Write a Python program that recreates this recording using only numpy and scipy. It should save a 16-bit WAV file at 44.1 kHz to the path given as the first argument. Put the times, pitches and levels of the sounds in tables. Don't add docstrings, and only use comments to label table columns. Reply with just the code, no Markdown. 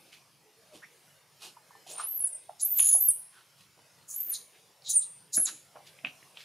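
import sys
import numpy as np
from scipy import signal
from scipy.fft import rfft, irfft, next_fast_len
from scipy.io import wavfile
from scipy.ndimage import uniform_filter1d, map_coordinates

SR = 44100
rng = np.random.default_rng(int(sys.argv[2]) if len(sys.argv) > 2 else 0)


def store_pcm(level_fs):
    pcm = np.round(np.clip(level_fs, -1, 1) * 32767).astype(np.int16)
    wavfile.write(sys.argv[1], SR, np.atleast_2d(pcm).T)


N = 284058


def squeals(jitter=0.0073, rough_jitter=0.01, flutter=1.87, hiss_db=-14.5, split_hz=250, hoarse=0.68):
    # t/s, f/Hz
    whine = [(1.91, 6920), (1.94, 9210), (1.972, 9400), (1.997, 8350), (2.08, 11830), (2.135, 12850),
             (2.21, 10680), (2.252, 10290), (2.285, 7100)]
    whimper = [(2.322, 8800), (2.342, 9300), (2.368, 8200)]
    scream = [(2.618, 9700), (2.675, 13470), (2.725, 14200), (2.755, 13300), (2.805, 10340), (2.89, 10780),
              (2.915, 10030), (2.942, 10350), (3.005, 11950), (3.05, 12670), (3.073, 12110), (3.116, 7850)]
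    cry = [(4.138, 10620), (4.15, 10800), (4.175, 12590), (4.21, 12150), (4.225, 13900), (4.255, 14200),
           (4.28, 13560), (4.312, 11400), (4.33, 9120), (4.35, 9010)]
    cry_second_pitch = [(4.215, 11950), (4.285, 12660)]
    cry_undertone = [(4.11, 6370), (4.15, 7230)]
    yelp = [(4.928, 9600), (4.972, 8985), (5.004, 7290)]
    shriek = [(5.36, 10900), (5.398, 10600), (5.42, 11300), (5.436, 10700), (5.462, 6200)]
    # pitch curve, relative level/dB, swell/(dB per s), roughness/0-1
    stretches = [(whine, -32.5, 35, 0.087), (whimper, -34, 57, .1), (scream, -22.5, 5, .11),
                 (cry, -31, 28, .35), (cry_second_pitch, -48, -50, 0.24), (cry_undertone, -50.5, 0, 0.16),
                 (yelp, -20, -72, .05), (shriek, -21.5, 0, .11)]
    # t/s, half width/s, level change/dB, added roughness/0-1
    strains = [(1.91, 0.021, -2, .6), (2.252, 0.01014, 10, 0), (2.278, .014, -5.5, 0.14),
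               (2.654, .018, 2, 0.14), (2.787, 0.026, 4.5, 0.43), (2.83, 0.0086, -4.5, 0.54),
               (2.88, 0.038, 1.5, 0.6), (2.942, .018, 5.5, 0.19), (2.984, 0.023, -3.5, 0.2),
               (3.091, 0.0068, 9.5, 0), (4.145, 0.012, -2, 0.31), (4.927, 0.0069, -1, 0.6),
               (4.97, 0.017, 6.5, 0), (5.36, 0.0091, 1, .45), (5.434, 0.0049, -10.5, 0)]
    # f/Hz, gain/dB
    mouth_gains = [(6500, 4.5), (7600, -16), (8300, -10.5), (9000, -1.5), (9450, -8), (9800, -7.5),
                   (10350, 0.5), (10800, -0.5), (11300, -9), (12200, 1), (13450, -13), (14200, -0.5)]
    # multiple of the pitch, relative level/dB
    side_tones = [(0.352, -36), (.64, -10.5), (1.27, -16.5)]
    # f/Hz, level/dB
    hiss_colour = [(800, -40), (2000, -18), (3800, -12), (5500, -14.5), (6700, -4), (8500, -18),
                   (11500, -3.5), (14000, 0.5), (15500, -14.5)]
    voice = np.zeros(N)
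    for pitch, level_db, swell_db, rough in stretches:
        times, pitches = np.transpose(pitch)
        t = np.arange(times[0], times[-1], 1 / SR)
        hz, size = np.interp(t, times, pitches), len(t)
        db = level_db + swell_db * (t - t.mean())
        for at, width, push_db, push_rough in strains:
            push = np.exp(-((t - at) / width) ** 2)
            db = db + push_db * push
            rough = np.clip(rough + push_rough * push, 0, 1)
        mouth = amp(along(mouth_gains, hz))
        hz = hz * (1 + jitter * wobble(420, size) + rough_jitter * rough * wobble(800, size))
        whistle = mouth * sine(hz) * (1 + hoarse * rough * wobble(2400, size))
        split = sum(amp(side_db) * sine(multiple * hz + split_hz * wobble(1500, size))
                    for multiple, side_db in side_tones)
        split = 2.4 * rough * filtered(split, throat)
        hiss = amp(hiss_db) * noise(lambda f: amp(along(hiss_colour, f)), size)
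        fades = np.clip(np.minimum(t - times[0], times[-1] - t) / 0.0042, 0, 1)
        tremble = amp(flutter * (1.5 + .5 * rough) * wobble(189.6, size))
        add(voice, times[0], fades * tremble * amp(db) * (whistle + rough * (split + hiss)))
    return voice


def rasps(grain_db=2.5, rise_share=.45, slack_hz=3450, tense_hz=5500, slack_tilt=-17.5, tense_tilt=4.5):
    # peak t/s, length/s, relative level/dB, tension/0-1
    bursts = [(1.91, 0.044, -47.5, 0.8), (2.609, 0.026, -43, 0.42), (2.617, .016, -35, 1),
              (4.112, .05, -41.5, 1), (4.349, .03, -39, 0.19), (4.884, 0.06, -42, .05),
              (4.906, .03, -27.5, 0.8), (5.031, 0.036, -53, .1), (5.342, 0.022, -32, 0.51),
              (5.353, 0.036, -32, 0.9), (5.476, .03, -38.5, 0.2)]
    voice = np.zeros(N)
    for s, length, db, tension in bursts:
        rise = rise_share * length
        shape = swell(rise, length - rise)
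        low_hz = slack_hz + tension * (tense_hz - slack_hz)
        tilt = slack_tilt + tension * (tense_tilt - slack_tilt)
        brightness = lambda f: amp(tilt * np.log2(np.maximum(f, 4000) / SR))
        low_cut = lambda f: f ** 10 / (f ** 10 + low_hz ** 10)
        rasp = noise(lambda f: throat(f) * brightness(f) * low_cut(f), len(shape))
        rasp = unit(rasp * amp(grain_db * wobble(699, len(shape))))
        add(voice, s - 3 * rise, amp(db) * shape * rasp)
    return voice


def throat(f):
    # f/Hz, width/Hz, gain/dB
    rings = [(1650, 3900, -7.5), (3940, 620, -2.5), (6800, 1150, 0), (9700, 710, -3), (14200, 1900, -19)]
    return sum(amp(db) * np.abs(resonance(f, hz, width)) ** 2 for hz, width, db in rings)


def footfalls(stone_rise_s=0.003, twig_rise_s=.0009, paw_rise_s=0.0033, snap_db=1, grit=0.11):
    # t/s, relative peak/dB, ring f/Hz
    knocks = [(1.571, -43.5, 950), (1.711, -44.5, 1030), (1.754, -44, 945), (1.868, -46.5, 750),
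              (1.941, -46, 680), (2.001, -28.5, 1280), (2.496, -31, 762), (2.951, -34.5, 691.5),
              (5.758, -39.5, 740), (5.806, -46.5, 740)]
    # t/s, relative peak/dB, ring f/Hz, splintering/0-1
    snaps = [(2.7942, -18.5, 2970, .25), (4.413, -41, 4600, .3), (4.8217, -44, 4520, 0.55),
             (5.9885, -41.5, 2580, 0.28), (6.0482, -17, 2540, 0.92), (6.2282, -44.5, 2200, .4),
             (6.3717, -31, 3120, 0.5)]
    # f/Hz, level/dB
    twig_colour = [(150, -49), (750, -7.5), (1100, -9.5), (1700, -6.5), (2700, 10), (3400, 2),
                   (4300, -17.5), (8000, -44), (15000, -50)]
    # delay/s, level change/dB
    splinters = [(.0077, -9.5), (.0215, -9.5)]
    # t/s, relative peak/dB
    thuds = [(5.376, -30), (6.043, -34)]
    # f/Hz, level/dB
    paw_colour = [(40, -48.5), (100, -19), (170, -4.5), (290, 1), (430, -19.5), (650, -1.5), (1050, -31),
                  (1500, -7), (2400, -22.5), (5000, -65)]
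    steps = np.zeros(N)
    t = np.arange(-SR // 40, SR // 8) / SR

    def blow(db, rise_s, colour, t60):
        scrape = np.exp(np.minimum(t, 0) / rise_s) * amp(-60 * np.maximum(t, 0) / t60)
        click = t == 0
        sound = filtered(click + grit * rng.standard_normal(len(t)) * scrape, colour)
        return amp(db) * sound / np.abs(sound).max()

    for s, db, hz in knocks:
        stone = lambda f: np.abs(resonance(f, hz, .45 * hz)) ** 3
        for delay, drop_db in (0, 0), (.018, -20):
            add(steps, s + delay + t[0], blow(db + drop_db, stone_rise_s, stone, t60=0.032))
    for s, db, hz, splintering in snaps:
        twig = lambda f: amp(along(twig_colour, f * 2700 / hz))
        crack = lambda drop_db: blow(db + drop_db + snap_db, twig_rise_s, twig, t60=0.015)
        add(steps, s + t[0] + twig_rise_s, crack(0))
        for delay, drop_db in splinters:
            add(steps, s + delay + t[0] + twig_rise_s, splintering * crack(drop_db))
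    paw = lambda f: amp(along(paw_colour, f))
    for s, db in thuds:
        for delay, drop_db in (0, 0), (.019, -6):
            add(steps, s + delay + t[0] + paw_rise_s, blow(db + drop_db, paw_rise_s, paw, t60=0.044))
    return steps


def weeds(crackle_db=3, rise_share=.42):
    # peak t/s, length/s, relative level/dB, share of leaves/0-1, stem f/Hz
    brushes = [(.06, 0.057, -62.5, 0.5, 385), (.14, 0.048, -53, 0.27, 2660), (0.758, .06, -53.5, 0.5, 393),
               (1.445, 0.073, -45.5, 0.92, 880), (1.878, 0.025, -49, 0.97, 596),
               (1.915, 0.071, -49, 0.82, 517), (1.999, 0.084, -45.5, 0.47, 970),
               (2.836, 0.15, -51, 0.92, 1530), (2.872, .05, -59.5, 0.4, 348),
               (3.376, 0.12, -61, 0.52, 1453), (3.607, .063, -60, 0.92, 900), (3.789, .04, -61.5, 0.1, 600),
               (4.29, 0.05, -63, 0.07, 420), (4.317, .12, -61.5, 0, 1760), (4.556, 0.054, -62.5, 0, 2450),
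               (5.482, .036, -44, 0.4, 1578), (5.497, .15, -58, 0.74, 327), (5.764, .04, -50.5, 0, 690),
               (5.875, 0.037, -54.5, 0.29, 3150), (6.071, .04, -56, 0.01, 2700),
               (6.403, 0.092, -52.5, 0.11, 2920)]
    # f/Hz, level/dB
    leaf_colour = [(880, -48), (1500, -21), (2310, -8), (2520, 2), (4480, -0.5), (7670, -7.5), (9330, -4.5),
                   (11400, -7.5), (15500, -26)]
    rustle = np.zeros(N)
    for s, length, db, leafy, hz in brushes:
        rise = rise_share * length
        shape = swell(rise, length - rise)
        size = len(shape)
        leaves = np.sqrt(leafy) * noise(lambda f: amp(along(leaf_colour, f)), size)
        stems = np.sqrt(1 - leafy) * noise(lambda f: resonance(f, hz, 0.99 * hz) ** 2, size)
        crackle = unit(amp(crackle_db * wobble(395.4, size)))
        add(rustle, s - 3 * rise, amp(db) * shape * crackle * (leaves + stems))
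    return rustle


def far_calls(shake=0.144):
    # t/s, length/s, start f/Hz, end f/Hz, relative level/dB, roughness/0-1
    glides = [(0.438, 0.083, 426, 422, -62.5, 0.2), (.55, 0.08, 414, 470, -63.5, 0.2),
              (0.686, 0.096, 655, 564, -59.5, 0), (0.814, .05, 1284, 2380, -48, .9),
              (1.695, 0.11, 1795, 1780, -62, 0.01), (3.316, 0.108, 1650, 1390, -61.5, 0.68)]
    calls = np.zeros(N)
    for s, length, start_hz, end_hz, db, rough in glides:
        size = int(length * SR)
        glide = np.linspace(start_hz, end_hz, size)
        hz = glide * (1 + shake * rough * wobble(1794, size)) + 14 * wobble(194, size)
        add(calls, s, amp(db) * np.hanning(size) * sine(hz))
    return calls


def ruins(x, near_db, far_db, near_t60, side_db):
    # f/Hz, time to fade by 60 dB/s
    echo_times = [(300, 0.37), (1500, 0.25), (4000, 0.29), (9500, 0.45), (15000, 0.21)]
    hz, t, spectra = signal.stft(rng.standard_normal((2, SR * 3 // 4)), SR, nperseg=256)
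    far = signal.istft(spectra * amp(-60 * t / along(echo_times, hz)[:, None]), SR, nperseg=256)[1]
    t = np.arange(far.shape[1]) / SR
    far = far * (1 - np.exp(-t / 0.016))
    near = rng.standard_normal(far.shape) ** 3 * amp(-60 * t / near_t60) * (t > .002)
    walls = amp(near_db) * near / np.linalg.norm(near[0]) + amp(far_db) * far / np.linalg.norm(far[0])
    mid, side = signal.fftconvolve(x[None], walls, axes=1)[:, :N]
    return x + mid + amp(side_db) * np.array([side, -side])


def hush(gain_db=-1.5, side_db=-11, drift_db=0.86, patchy_db=3.0):
    # f/Hz, level/dB
    air_colour = [(15, -56), (25, -44.5), (75, -17.5), (140, 1), (193, -5), (221, -13.5), (313, -11),
                  (552, -5.5), (1530, -12), (2920, -10.5), (3720, -14), (5280, -12), (7700, -17.5),
                  (10100, -13.5), (15500, -23.5)]
    # t/s, relative level/dB
    air_levels = [(0, -60.5), (.4, -62.5), (1.2, -61.5), (2.5, -61), (3.798, -63), (4.8, -62.5),
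                  (5.401, -61), (6.44, -60)]
    colour = lambda f: amp(along(air_colour, f))
    spectra = signal.stft(np.array([noise(colour, N), noise(colour, N)]), nperseg=1024)[2]
    patches = uniform_filter1d(rng.standard_normal(spectra.shape[1:]), size=5, axis=0)
    patches = uniform_filter1d(patches, size=9, axis=1)
    mid, side = signal.istft(spectra * amp(patchy_db * unit(patches)), nperseg=1024)[1][:, :N]
    db = np.interp(np.arange(N) / SR, *np.transpose(air_levels)) + gain_db + drift_db * wobble(6.3, N)
    return amp(db) * (mid + amp(side_db) * np.array([side, -side]))


def amp(db):
    return 10 ** (np.asarray(db) / 20)


def unit(x):
    return x / np.sqrt(np.mean(x ** 2) + 1e-20)


def along(points, hz):
    f, values = np.transpose(points)
    return np.interp(np.log(hz + 1), np.log(f), values)


def wobble(rate, size):
    points = rng.standard_normal(int(size * rate / SR) + 4)
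    return map_coordinates(points, [np.arange(size) * rate / SR])


def filtered(x, response):
    size = x.shape[-1]
    padded = next_fast_len(size + 4096)
    return irfft(rfft(x, padded) * response(np.fft.rfftfreq(padded, 1 / SR)), padded)[..., :size]


def noise(response, size):
    return unit(filtered(rng.standard_normal(size), response))


def sine(hz):
    return np.sqrt(2) * np.sin(2 * np.pi * np.cumsum(hz) / SR)


def resonance(f, hz, width):
    return 1j * f * width / (hz * hz - f * f + 1j * f * width)


def swell(rise, fall):
    t = np.arange(-3 * rise, 4 * fall, 1 / SR)
    return np.exp(-np.where(t < 0, (t / rise) ** 2, np.abs(t / fall) ** 1.5))


def add(track, s, sound):
    start = max(round(s * SR), 0)
    track[start:start + len(sound)] += sound[:max(N - start, 0)]


def scene():
    voice = amp(-2.0) * squeals() + amp(2.0) * rasps()
    monkey = ruins(voice, near_db=-4, far_db=-13.5, near_t60=0.11, side_db=-10.5)
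    others = footfalls() + weeds() + far_calls()
    troop = ruins(others, near_db=-7.0, far_db=-15.5, near_t60=0.13, side_db=-6.0)
    return monkey * amp([[-.15], [.15]]) + troop * amp([[-.7], [.7]]) + hush()


def record(dry, top_hz=15700):
    droop = lambda hz: amp(along([(14300, -0.5), (15600, -7)], hz))
    return filtered(dry, lambda hz: droop(hz) * (hz < top_hz))


dry = scene()
out = record(dry)
store_pcm(out)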